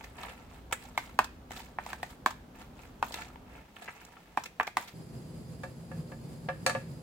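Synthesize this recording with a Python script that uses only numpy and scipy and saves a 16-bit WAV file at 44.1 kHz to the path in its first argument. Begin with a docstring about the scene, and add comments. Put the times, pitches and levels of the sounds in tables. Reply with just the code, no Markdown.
"""First, a wooden spoon turns wet vegetable batter in a plastic bowl, over kitchen air and a low machine rumble.
Knocks are damped thumps plus bowl modes; squelches and the moist rustle are filtered clusters of tiny pops.
Partway through the mixing the rumble and its hum stop.
Then, at once, the stove: shaped noise makes a burner hum and hiss while a frying pan, built from dying modes
and chatter, is tilted and clanks on the grate. A small kitchen, a close pair of microphones."""
import sys
import numpy as np
from scipy import signal
from scipy.fft import rfft, irfft
from scipy.io import wavfile
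from scipy.ndimage import uniform_filter1d

SR = 44100
rng = np.random.default_rng(int(sys.argv[2]) if len(sys.argv) > 2 else 0)


def master(y):
    """Save y as 16-bit WAV."""
    cut = np.clip(np.atleast_2d(y).T, -1, 1)
    pcm = np.round(cut * 32767)  # scale
    wavfile.write(sys.argv[1], SR, pcm.astype(np.int16))


N = 309700
TIME = np.arange(N) / SR
STOVE_S = 4.935  # the mixing gives way to the stove


def amp(db):
    """Decibels to gain."""
    return 10 ** (np.asarray(db) / 20)


def unit(x):
    """Scaled to rms 1."""
    return x / np.sqrt(np.mean(x ** 2) + 1e-20)


def level_attack(x, attack_s=.02):
    """Scaled to rms 1 over the first moments of a blow."""
    return x / np.sqrt(np.mean(x[..., :int(attack_s * SR)] ** 2) + 1e-20)


def read(points, hz):
    """Interpolates a table on a log-frequency axis."""
    f, value = np.transpose(points)
    return np.interp(np.log(hz + 1), np.log(f + 1), value)


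def add(mix, s, sound):
    """Lays a stereo sound into the mix at s seconds."""
    part = mix[:, max(round(s * SR), 0):][:, :sound.shape[1]]
    part += sound[:, :part.shape[1]]


def colour(x, spectrum, size=2048):
    """Causal minimum-phase filter with the given spectrum, so clicks keep their sharp front."""
    log_gain = np.log(amp(read(spectrum, abs(np.fft.fftfreq(size, 1 / SR)))))
    response = np.exp(np.conj(signal.hilbert(log_gain)))
    taps = np.fft.ifft(response).real[:size // 2]
    return signal.fftconvolve(x, taps[None], axes=1)[:, :x.shape[1]]


def hump(hz, centre_hz, octaves):
    """Bell-shaped emphasis on a log-frequency axis, height 1."""
    return np.exp(-.5 * (np.log2(hz / centre_hz) / octaves) ** 2)


def voiced(spectrum, centre_hz, lift_db, octaves):
    """A spectrum with one broad resonance raised."""
    hz = np.geomspace(100, 20000, 70)
    return np.column_stack([hz, read(spectrum, hz) + lift_db * hump(hz, centre_hz, octaves)])


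def crackle(envelope, per_s, spread_db, lag_s, side_db=3):
    """Tiny pops of uneven size under an envelope, each with its own lag and level between the two sides."""
    n = len(envelope)
    at = np.flatnonzero(rng.random(n) < per_s / SR)
    uneven = amp(spread_db * np.minimum(rng.exponential(1, len(at)), 4))
    size = envelope[at] * uneven * rng.choice([-1, 1], len(at))
    lag, side = rng.standard_normal((2, len(at)))
    at_right = np.clip(at + np.round(lag * lag_s * SR).astype(int), 0, n - 1)
    left = np.bincount(at, size * amp(side * side_db / 2), n)
    right = np.bincount(at_right, size * amp(-side * side_db / 2), n)
    return np.array([left, right])


def ring(modes, t, vary_db, detune, apart_hz):
    """Dying modes; each blow lands elsewhere, and high modes reach the two microphones out of step."""
    hz, db, t60 = np.transpose(modes)[:, :, None]
    size, tune, skew, phase = rng.uniform(-0.99, 1, (4, len(modes), 1))
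    swing = np.exp(2j * np.pi * (hz * (1 + detune * tune) * t + phase))
    z = amp(db + vary_db * size - 60 * t / t60) * swing
    turn = np.exp(1j * np.sign(skew) * np.pi / 4 * np.minimum(hz / apart_hz, 1))
    onset = 1 - np.exp(-t / 0.001)
    return np.array([(z * turn).sum(0).imag, (z / turn).sum(0).imag]) * onset


def thump(t, hz, swell_s, apart):
    """A few swings of a heavily damped wall, reaching the microphones a phase angle apart."""
    turn = np.array([[1], [-1]]) * apart / 2
    return (t / swell_s) ** 2 * np.exp(-t / swell_s) * np.sin(2 * np.pi * hz * t + turn)


# spoon against the bowl: t/s, thud level/dB, thud f/Hz, clack level/dB, clack f/Hz, wet splat level/dB
SPOON_KNOCKS = [(0.977, -30, 930, -32.5, 2150, -40.5), (1.1899, -20, 995, -26.5, 1560, -36),
                (1.5077, -46.5, 760, -52.5, 2050, -58), (1.786, -34.5, 916, -39.6, 1760, -68),
                (1.8635, -42.7, 930, -54, 2060, -53), (1.931, -42, 1030, -40.5, 1670, -50.5),
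                (2.0306, -38, 796, -40, 1880, -48), (2.261, -23.5, 1046, -30, 1640, -37),
                (3.0267, -26.5, 930, -34, 1480, -47), (4.3739, -26.7, 895, -34.5, 1730, -47.5),
                (4.5988, -28, 1015, -28.6, 1720, -53.5), (4.6762, -40.5, 820, -41.5, 2230, -49.5),
                (4.7697, -27, 983, -33, 2010, -39.5)]
# modes of the bowl loaded with batter: f/Hz, relative level/dB, t60/s
BOWL_MODES = [(232.4, -14, 0.063), (332, -12, 0.051), (618, -9.5, 0.087), (728, 3.5, 0.014),
              (830, 3.5, 0.017), (1080, -7.5, 0.033), (1207, -3, 0.054), (1512, -12, 0.094),
              (1810, -7, 0.038), (1960, -21, 0.06), (2390, 0.5, 0.021), (2700, -12.5, 0.031)]
# spectrum of the pushed mass of batter: f/Hz, relative level per Hz/dB
MASS_SPECTRUM = [(150, -8), (400, -8.5), (720, 2), (1050, -2.5), (1400, -4), (1950, -4), (2600, -4),
                 (3600, -20.5), (8000, -32), (16000, -58)]
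# spectrum of bursting wet films: f/Hz, relative level per Hz/dB
SPRAY_SPECTRUM = [(500, -35), (2000, -20.5), (3200, 5), (4600, -0.5), (5800, -4), (7900, -1), (9300, -8),
                  (12000, -6), (16000, -7)]
SPLAT_HZ = 4440  # usual centre of the spray from squeezed batter


def knocks():
    """The spoon squeezes out a film of batter and hits the wall; the bowl rings briefly and its load shudders."""
    out, t = np.zeros((2, N)), np.arange(SR // 7) / SR
    for s, thud_db, thud_hz, clack_db, clack_hz, splat_db in SPOON_KNOCKS:
        low = ring(BOWL_MODES[:7], t, vary_db=3, detune=.03, apart_hz=1200)
        high = ring(BOWL_MODES[7:], t, vary_db=3, detune=.05, apart_hz=2000)
        load_pops = crackle(np.exp(-t / 0.013), per_s=4000, spread_db=0.0, lag_s=0.00021)
        shudder = colour(load_pops, MASS_SPECTRUM)
        apart = 0.67 * rng.choice([-1, 1])  # radians, to either side

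        thud = level_attack(thump(t, thud_hz, swell_s=0.00071, apart=apart))
        thud = thud + amp(-11.0) * level_attack(low) + amp(-13.5) * level_attack(shudder)

        clack = level_attack(thump(t, clack_hz, swell_s=.0007, apart=apart))
        crack = thump(t, clack_hz, swell_s=0.00018, apart=apart)
        clack = clack + amp(-3) * level_attack(crack) + amp(-3) * level_attack(high)

        film = np.exp(-t / 0.0027) + amp(-16.5) * np.exp(-t / 0.028)
        pops = crackle(film, per_s=8300, spread_db=5.0, lag_s=.0001)
        splat = colour(pops, voiced(SPRAY_SPECTRUM, SPLAT_HZ, lift_db=6.0, octaves=1.0))

        add(out, s, amp(thud_db) * level_attack(thud) + amp(clack_db) * level_attack(clack))
        add(out, s - .0007, amp(splat_db) * level_attack(splat))  # the film bursts just before the wall is hit
    return out


# spoon strokes through the batter: start t/s, swell time/s, fade time/s, push level/dB, wet fizz level/dB
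SPOON_STROKES = [(-0.02, 0.029, 0.11, -55, -60), (0.142, 0.091, 0.11, -45.5, -54.5),
                 (0.48, .07, 0.046, -57.5, -63.5), (0.76, 0.091, 0.055, -56.5, -59),
                 (0.93, 0.12, 0.068, -53.5, -58.5), (1.49, .11, 0.053, -50, -52.5),
                 (1.79, .12, 0.056, -50.5, -55), (1.98, 0.12, 0.036, -56, -58.5),
                 (2.53, 0.09, 0.046, -54.5, -61.5), (2.73, 0.091, 0.098, -57.5, -61),
                 (3.02, 0.058, 0.064, -57.5, -52.5), (3.109, 0.072, 0.078, -45.5, -52.5),
                 (3.45, 0.12, 0.08, -54.5, -66.5), (3.732, 0.11, 0.3, -52.5, -60.5),
                 (4.37, 0.094, 0.018, -62, -64.5), (4.77, 0.017, 0.1, -48.5, -51.5)]
SWELL_CURVE = 0.73  # power of time by which a stroke builds up


def strokes():
    """Strength of push and of fizz: each stroke swells as the spoon digs in, then fades as the batter settles."""
    power = np.zeros((2, N))
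    for start, swell_s, fade_s, push_db, fizz_db in SPOON_STROKES:
        age = np.maximum(TIME - start, 0)
        swell = np.minimum(age / swell_s, 1) ** SWELL_CURVE
        shape = swell * np.exp(-np.maximum(age - swell_s, 0) / fade_s)
        power += (amp([[push_db], [fizz_db]]) * shape) ** 2
    return np.sqrt(power) * (TIME < STOVE_S)


def squelch(body_gain, pocket_hz, spray_gain, spray_hz, fade_s):
    """A cluster of bursting films, coloured by the air pocket behind it; slow tears pop more sparsely."""
    u = 2 * np.arange(SR // 14) / SR / fade_s
    pops = crackle((.3 + u) * np.exp(-u), per_s=1700 + 16 / fade_s, spread_db=3.2, lag_s=.00012)
    body = level_attack(colour(pops, voiced(MASS_SPECTRUM, pocket_hz, lift_db=9, octaves=.33)))
    spray = level_attack(colour(pops, voiced(SPRAY_SPECTRUM, spray_hz, lift_db=8, octaves=.28)))
    return body_gain * body + spray_gain * spray


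# louder slaps of batter: t/s, body level/dB, air pocket f/Hz, spray level/dB, spray f/Hz, fade time/s
LOUD_SQUELCHES = [(0.008, -50, 800, -74, 3800, 0.0052), (0.040, -50, 2120, -55.5, 5330, 0.0075),
                  (0.232, -47, 1230, -50.5, 3900, .003), (0.711, -48, 860, -61, 5450, 0.0042),
                  (0.7244, -32, 1740, -35, 7840, 0.0065), (1.243, -47, 1320, -46, 5250, .004),
                  (1.517, -47, 1680, -52, 6500, .005), (1.563, -54, 1520, -51.5, 4700, 0.0062),
                  (2.305, -45.5, 1100, -51.5, 5750, 0.0063), (3.108, -48, 720, -74, 4250, 0.0018),
                  (3.122, -62, 1250, -48, 4800, 0.0055), (3.141, -44, 2270, -41.5, 4750, 0.0037),
                  (3.22, -47, 1820, -55, 4500, 0.0031), (3.358, -52.5, 900, -70, 4250, 0.0013),
                  (3.765, -52, 2480, -58.5, 3420, 0.0029), (3.82, -48, 710, -59, 7740, 0.0059),
                  (3.878, -40.5, 1780, -70, 3400, .012), (4.05, -66, 710, -57, 6540, 0.0019),
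                  (4.168, -55, 1400, -75, 3700, 0.0028), (4.437, -50.5, 1080, -47.5, 6200, 0.0037),
                  (4.457, -45.5, 2380, -50.5, 5150, .005), (4.608, -34, 1070, -51, 3440, 0.0036),
                  (4.629, -45.5, 1310, -52.5, 6160, 0.0041), (4.6692, -46, 1580, -50, 5050, 0.0055),
                  (4.876, -53.5, 2110, -53, 4760, .013)]
# chance squelches: levels relative to the stroke that frees them, and a brief fade
SMALL_BODY_DB, SMALL_SPRAY_DB, SMALL_SPREAD_DB, SMALL_FADE_S = -3, -9, 3.5, .0025
POCKET_HZ, POCKET_OCTAVES = 1300, 0.46  # typical air pocket, and how far pockets differ


def squelches(push, fizz, count=70):
    """The loud slaps, and small ones scattered by chance that follow the strength of the stroke under way."""
    out = np.zeros((2, N))
    for s, body_db, pocket_hz, spray_db, spray_hz, fade_s in LOUD_SQUELCHES:
        add(out, s, squelch(amp(body_db), pocket_hz, amp(spray_db), spray_hz, fade_s))
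    times = (np.arange(count) + rng.random(count)) * STOVE_S / count
    chances = np.clip(rng.standard_normal((count, 2)), -2, 2)
    for s, (size, pocket) in zip(times, chances):
        at = int(s * SR)
        pocket_hz = POCKET_HZ * 2 ** (POCKET_OCTAVES * pocket)
        body_gain, spray_gain = amp(SMALL_BODY_DB) * push[at], amp(SMALL_SPRAY_DB) * fizz[at]
        small = squelch(body_gain, pocket_hz, spray_gain, SPLAT_HZ, SMALL_FADE_S)
        add(out, s, amp(SMALL_SPREAD_DB * size) * small)
    return out


def smacks(envelope, edges_hz, per_s, spread_db):
    """Small wet pops of many sizes; each size sounds in its own narrow band."""
    bands = [signal.butter(2, pair, "band", fs=SR, output="sos") for pair in zip(edges_hz, edges_hz[1:])]
    return sum(signal.sosfilt(band, crackle(envelope, per_s, spread_db, lag_s=.00013)) for band in bands)


def stirring(push, fizz):
    """Chopped leaves slide and unstick in clumps, under the stroke of the spoon."""
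    clumps = amp(2.4 * unit(uniform_filter1d(rng.standard_normal(N), 400)))  # 2.4 dB rms of unevenness
    large_hz = [150, 600, 1000, 1500, 2200, 3200, 6000]
    small_hz = [1500, 3600, 5200, 7500, 11000, 17000]
    mass = unit(colour(smacks(clumps, large_hz, per_s=700, spread_db=4), MASS_SPECTRUM))
    films = unit(colour(smacks(clumps, small_hz, per_s=650, spread_db=4.8), SPRAY_SPECTRUM))
    return push * mass + fizz * films


# pan on the grate: t/s, blow level/dB, metallic scrape level/dB
PAN_CLANKS = [(5.634, -39.5, -56), (5.9142, -46, -70), (6.118, -47, -71), (6.487, -31.5, -69),
              (6.663, -26, -29.5), (6.695, -30.8, -40), (6.75, -31.5, -66)]
# modes of the frying pan: f/Hz, relative level/dB, t60/s
PAN_MODES = [(535.7, 1.5, 0.17), (593, -5, 0.1), (725, -1.5, 0.094), (896, -3.5, 0.078), (1176, -3, 0.068),
             (1340, -17, 0.14), (1683, 0.5, 0.093), (1766, -2, 0.07), (2210, -10, 0.059),
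             (2320, -13, 0.075), (2660, -12, .11), (3660, -20, 0.18), (4430, -13, 0.07), (4460, -17, 0.15),
             (5700, -18, 0.15), (6700, -14, .1), (6880, -21, .11), (7700, -18, .1), (8250, -9.5, 0.081),
             (8730, -16, .11)]
# spectrum of the iron grate rattling: f/Hz, relative level per Hz/dB
GRATE_SPECTRUM = [(200, -5), (420, -15.5), (560, 5), (900, -3.5), (1250, 4), (1750, -2), (2500, -8),
                  (3200, -12.5), (6000, -27.5), (16000, -74)]
# spectrum of metal scraping on the grate: f/Hz, relative level per Hz/dB
SCRAPE_SPECTRUM = [(800, -67), (2400, 6.5), (3200, -8.5), (4400, 5), (5300, -3), (6700, -1.5), (8700, -2),
                   (9800, -7), (12000, -12), (16000, -21)]
# rattle relative to the ring at the hardest blow; lighter blows rattle less
RATTLE_DB, RATTLE_DB_PER_DB = -1.5, 0.36


def clanks():
    """The pan rings and chatters on the iron grate; some contacts add a bright scrape."""
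    out, t = np.zeros((2, N)), np.arange(SR // 3) / SR
    hardest_db = max(row[1] for row in PAN_CLANKS)
    for s, blow_db, scrape_db in PAN_CLANKS:
        rattle_db = RATTLE_DB + RATTLE_DB_PER_DB * (blow_db - hardest_db)
        contact = np.exp(-t / .008) + amp(-17) * np.exp(-t / .022)
        chatter = crackle(contact, per_s=5000, spread_db=2.2, lag_s=.00015)
        low = ring(PAN_MODES[:11], t, vary_db=2, detune=.004, apart_hz=2000)
        high = ring(PAN_MODES[11:], t, vary_db=2, detune=.004, apart_hz=3000)
        rattle = level_attack(colour(chatter, GRATE_SPECTRUM))
        body = level_attack(level_attack(low) + amp(rattle_db) * rattle)
        scrape = level_attack(amp(-8) * level_attack(high) + level_attack(colour(chatter, SCRAPE_SPECTRUM)))
        add(out, s, amp(blow_db) * body + amp(scrape_db) * scrape)
    return out


# likeness of the two channels of steady noise: f/Hz, left-right correlation
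STEREO_LIKENESS = [(30, 1), (150, 0.95), (400, 0.84), (1000, 0.13), (2500, 0.084), (16000, 0.12)]


def noise(shape_db):
    """Steady stereo noise, alike in both ears in the bass; shape_db maps Hz to dB."""
    hz = np.fft.rfftfreq(N, 1 / SR)
    a, b = rfft(rng.standard_normal((2, N)))
    same = np.clip(read(STEREO_LIKENESS, hz), -1, 1)
    pair = np.array([a, same * a + np.sqrt(1 - same ** 2) * b])
    return unit(irfft(pair * amp(shape_db(hz)), N))


# spectrum of the burner's roar: f/Hz, relative level per Hz/dB
ROAR_SPECTRUM = [(12, -45), (20, -23.5), (163, 0), (198, -8.5), (499, -17.5), (780, -23.5), (1150, -28.5),
                 (1370, -31.5), (3630, -38), (4940, -38), (5530, -42), (7950, -38), (9400, -48),
                 (10500, -42), (16000, -48)]
ROAR_DB = -43.5
# hollow tones of the flame: f/Hz, width/Hz, level over the roar/dB
FLAME_PEAKS = [(60.6, 20, 4), (126, 6.4, 3), (151, 17, 2.5), (166.2, 3.7, 6), (230, 13.5, 8),
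               (378, 15, 3.5), (508, 10, 8)]
# narrow bands of hiss from the jet: f/Hz, width/Hz, level over the roar/dB
HISS_PEAKS = [(4330, 110, 7), (4920, 190, 10), (6880, 80, 6), (7400, 300, 2), (8170, 130, 8),
              (10350, 350, 6), (10720, 250, 9)]


def burner():
    """Low flame roar with hollow tones, and narrow bands of hiss from the jet."""
    def shape_db(hz):
        """Roar spectrum with every peak raised above it."""
        peaks = FLAME_PEAKS + HISS_PEAKS
        return read(ROAR_SPECTRUM, hz) + sum(db * np.exp(-2 * ((hz - f) / width) ** 2) for f, width, db in peaks)
    flutter = amp(1.2 * unit(uniform_filter1d(rng.standard_normal(N), 2500)))  # 1.2 dB rms
    return amp(ROAR_DB) * unit(noise(shape_db) * flutter)


# spectrum of still kitchen air: f/Hz, relative level per Hz/dB
AIR_SPECTRUM = [(12, -17), (20, 4), (68, -4), (107, -6.5), (168, -5), (234, -5.5), (293, -10.5), (660, -13),
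                (738, -11.5), (1400, -22), (2990, -24), (10200, -36), (14700, -34), (16000, -35)]
AIR_DB = -57
# spectrum of a low machine rumble: f/Hz, relative level per Hz/dB
RUMBLE_SPECTRUM = [(12, -31.5), (25, 3), (70, -1.5), (110, -9), (170, -8.5), (240, -7), (320, -14),
                   (700, -18.5), (1500, -25), (4000, -59.5)]
RUMBLE_DB, RUMBLE_OFF_S, RUMBLE_FADE_S = -52, 3.6, 0.069  # level, when it starts to stop, time to silence
# mains hum of that machine: f/Hz, rms level/dB
HUM_LINES = [(58, -62), (116, -74.5), (251, -65.5)]


def background():
    """Still kitchen air, and a low rumble with a wavering mains hum that stops partway through."""
    running = np.clip(1 - (TIME - RUMBLE_OFF_S) / RUMBLE_FADE_S, 0, 1)
    knots = np.linspace(0, TIME[-1], 40)
    hum = np.zeros(N)
    for hz, line_db in HUM_LINES:
        waver = 0.21 * np.interp(TIME, knots, rng.standard_normal(len(knots)))  # radians of phase
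        hum += amp(line_db) * np.sqrt(2) * np.sin(2 * np.pi * hz * TIME + waver)
    rumble = amp(RUMBLE_DB) * noise(lambda hz: read(RUMBLE_SPECTRUM, hz))
    air = amp(AIR_DB) * noise(lambda hz: read(AIR_SPECTRUM, hz))
    return air + running * (rumble + hum)


# dying-away of the room: f/Hz, t60/s
ROOM_DECAY = [(150, 0.16), (800, 0.15), (2000, 0.37), (5500, 0.34), (15000, 0.32)]


def kitchen(x, early_db, tail_db):
    """Quick echoes from nearby surfaces, then a short tail that dies band by band."""
    t = np.arange(SR // 2) / SR
    taps = rng.standard_normal((2, len(t))) * (rng.random((2, len(t))) < 3000 / SR) * (t > .007)
    hz, at, z = signal.stft(taps, SR, nperseg=256)
    decay = amp(-60 * at / read(ROOM_DECAY, hz)[:, None])
    tail = signal.istft(z * decay, SR, nperseg=256)[1][:, :len(t)]
    early = crackle((t > .002) * np.exp(-t / 0.01), per_s=1200, spread_db=-5.5, lag_s=0.00011)
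    early = amp(early_db) * early / np.linalg.norm(early)
    tail = amp(tail_db) * tail / np.linalg.norm(tail)
    echo = np.sqrt(2) * (early + tail)  # shares the energy over two channels
    return x + signal.fftconvolve(x, echo, axes=1)[:, :N]


def scene():
    """Mixing first, the stove afterwards."""
    stove = np.clip((TIME - STOVE_S) / 0.003, 0, 1)
    push, fizz = strokes()
    bowl = kitchen(knocks(), early_db=-9.0, tail_db=-14)
    batter = kitchen(squelches(push, fizz) + stirring(push, fizz), early_db=-5, tail_db=-13.5)
    pan = kitchen(clanks(), early_db=-10, tail_db=-10)
    return bowl + batter + pan + (1 - stove) * background() + stove * burner()


# difference between the two microphone ports: f/Hz, left minus right level/dB
PORT_DIFFERENCE = [(150, -0.5), (450, 1), (1000, -0.5), (2000, -1), (3300, -2), (5000, -1), (7000, -4),
                   (8400, -1.5), (10000, 4), (15000, 0)]


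def record(dry):
    """Colour of each microphone port, bass cut and band limit."""
    hz = np.fft.rfftfreq(N, 1 / SR)
    ports = amp(np.array([[1], [-1]]) * read(PORT_DIFFERENCE, hz) / 2)
    coloured = irfft(rfft(dry) * ports, N)
    bass_cut = signal.butter(3, 46, "high", fs=SR, output="sos")
    band_limit = signal.firwin(301, 16000, window=("kaiser", 8), fs=SR)
    return signal.oaconvolve(signal.sosfilt(bass_cut, coloured), band_limit[None], "same")


dry = scene()
out = record(dry)
master(out)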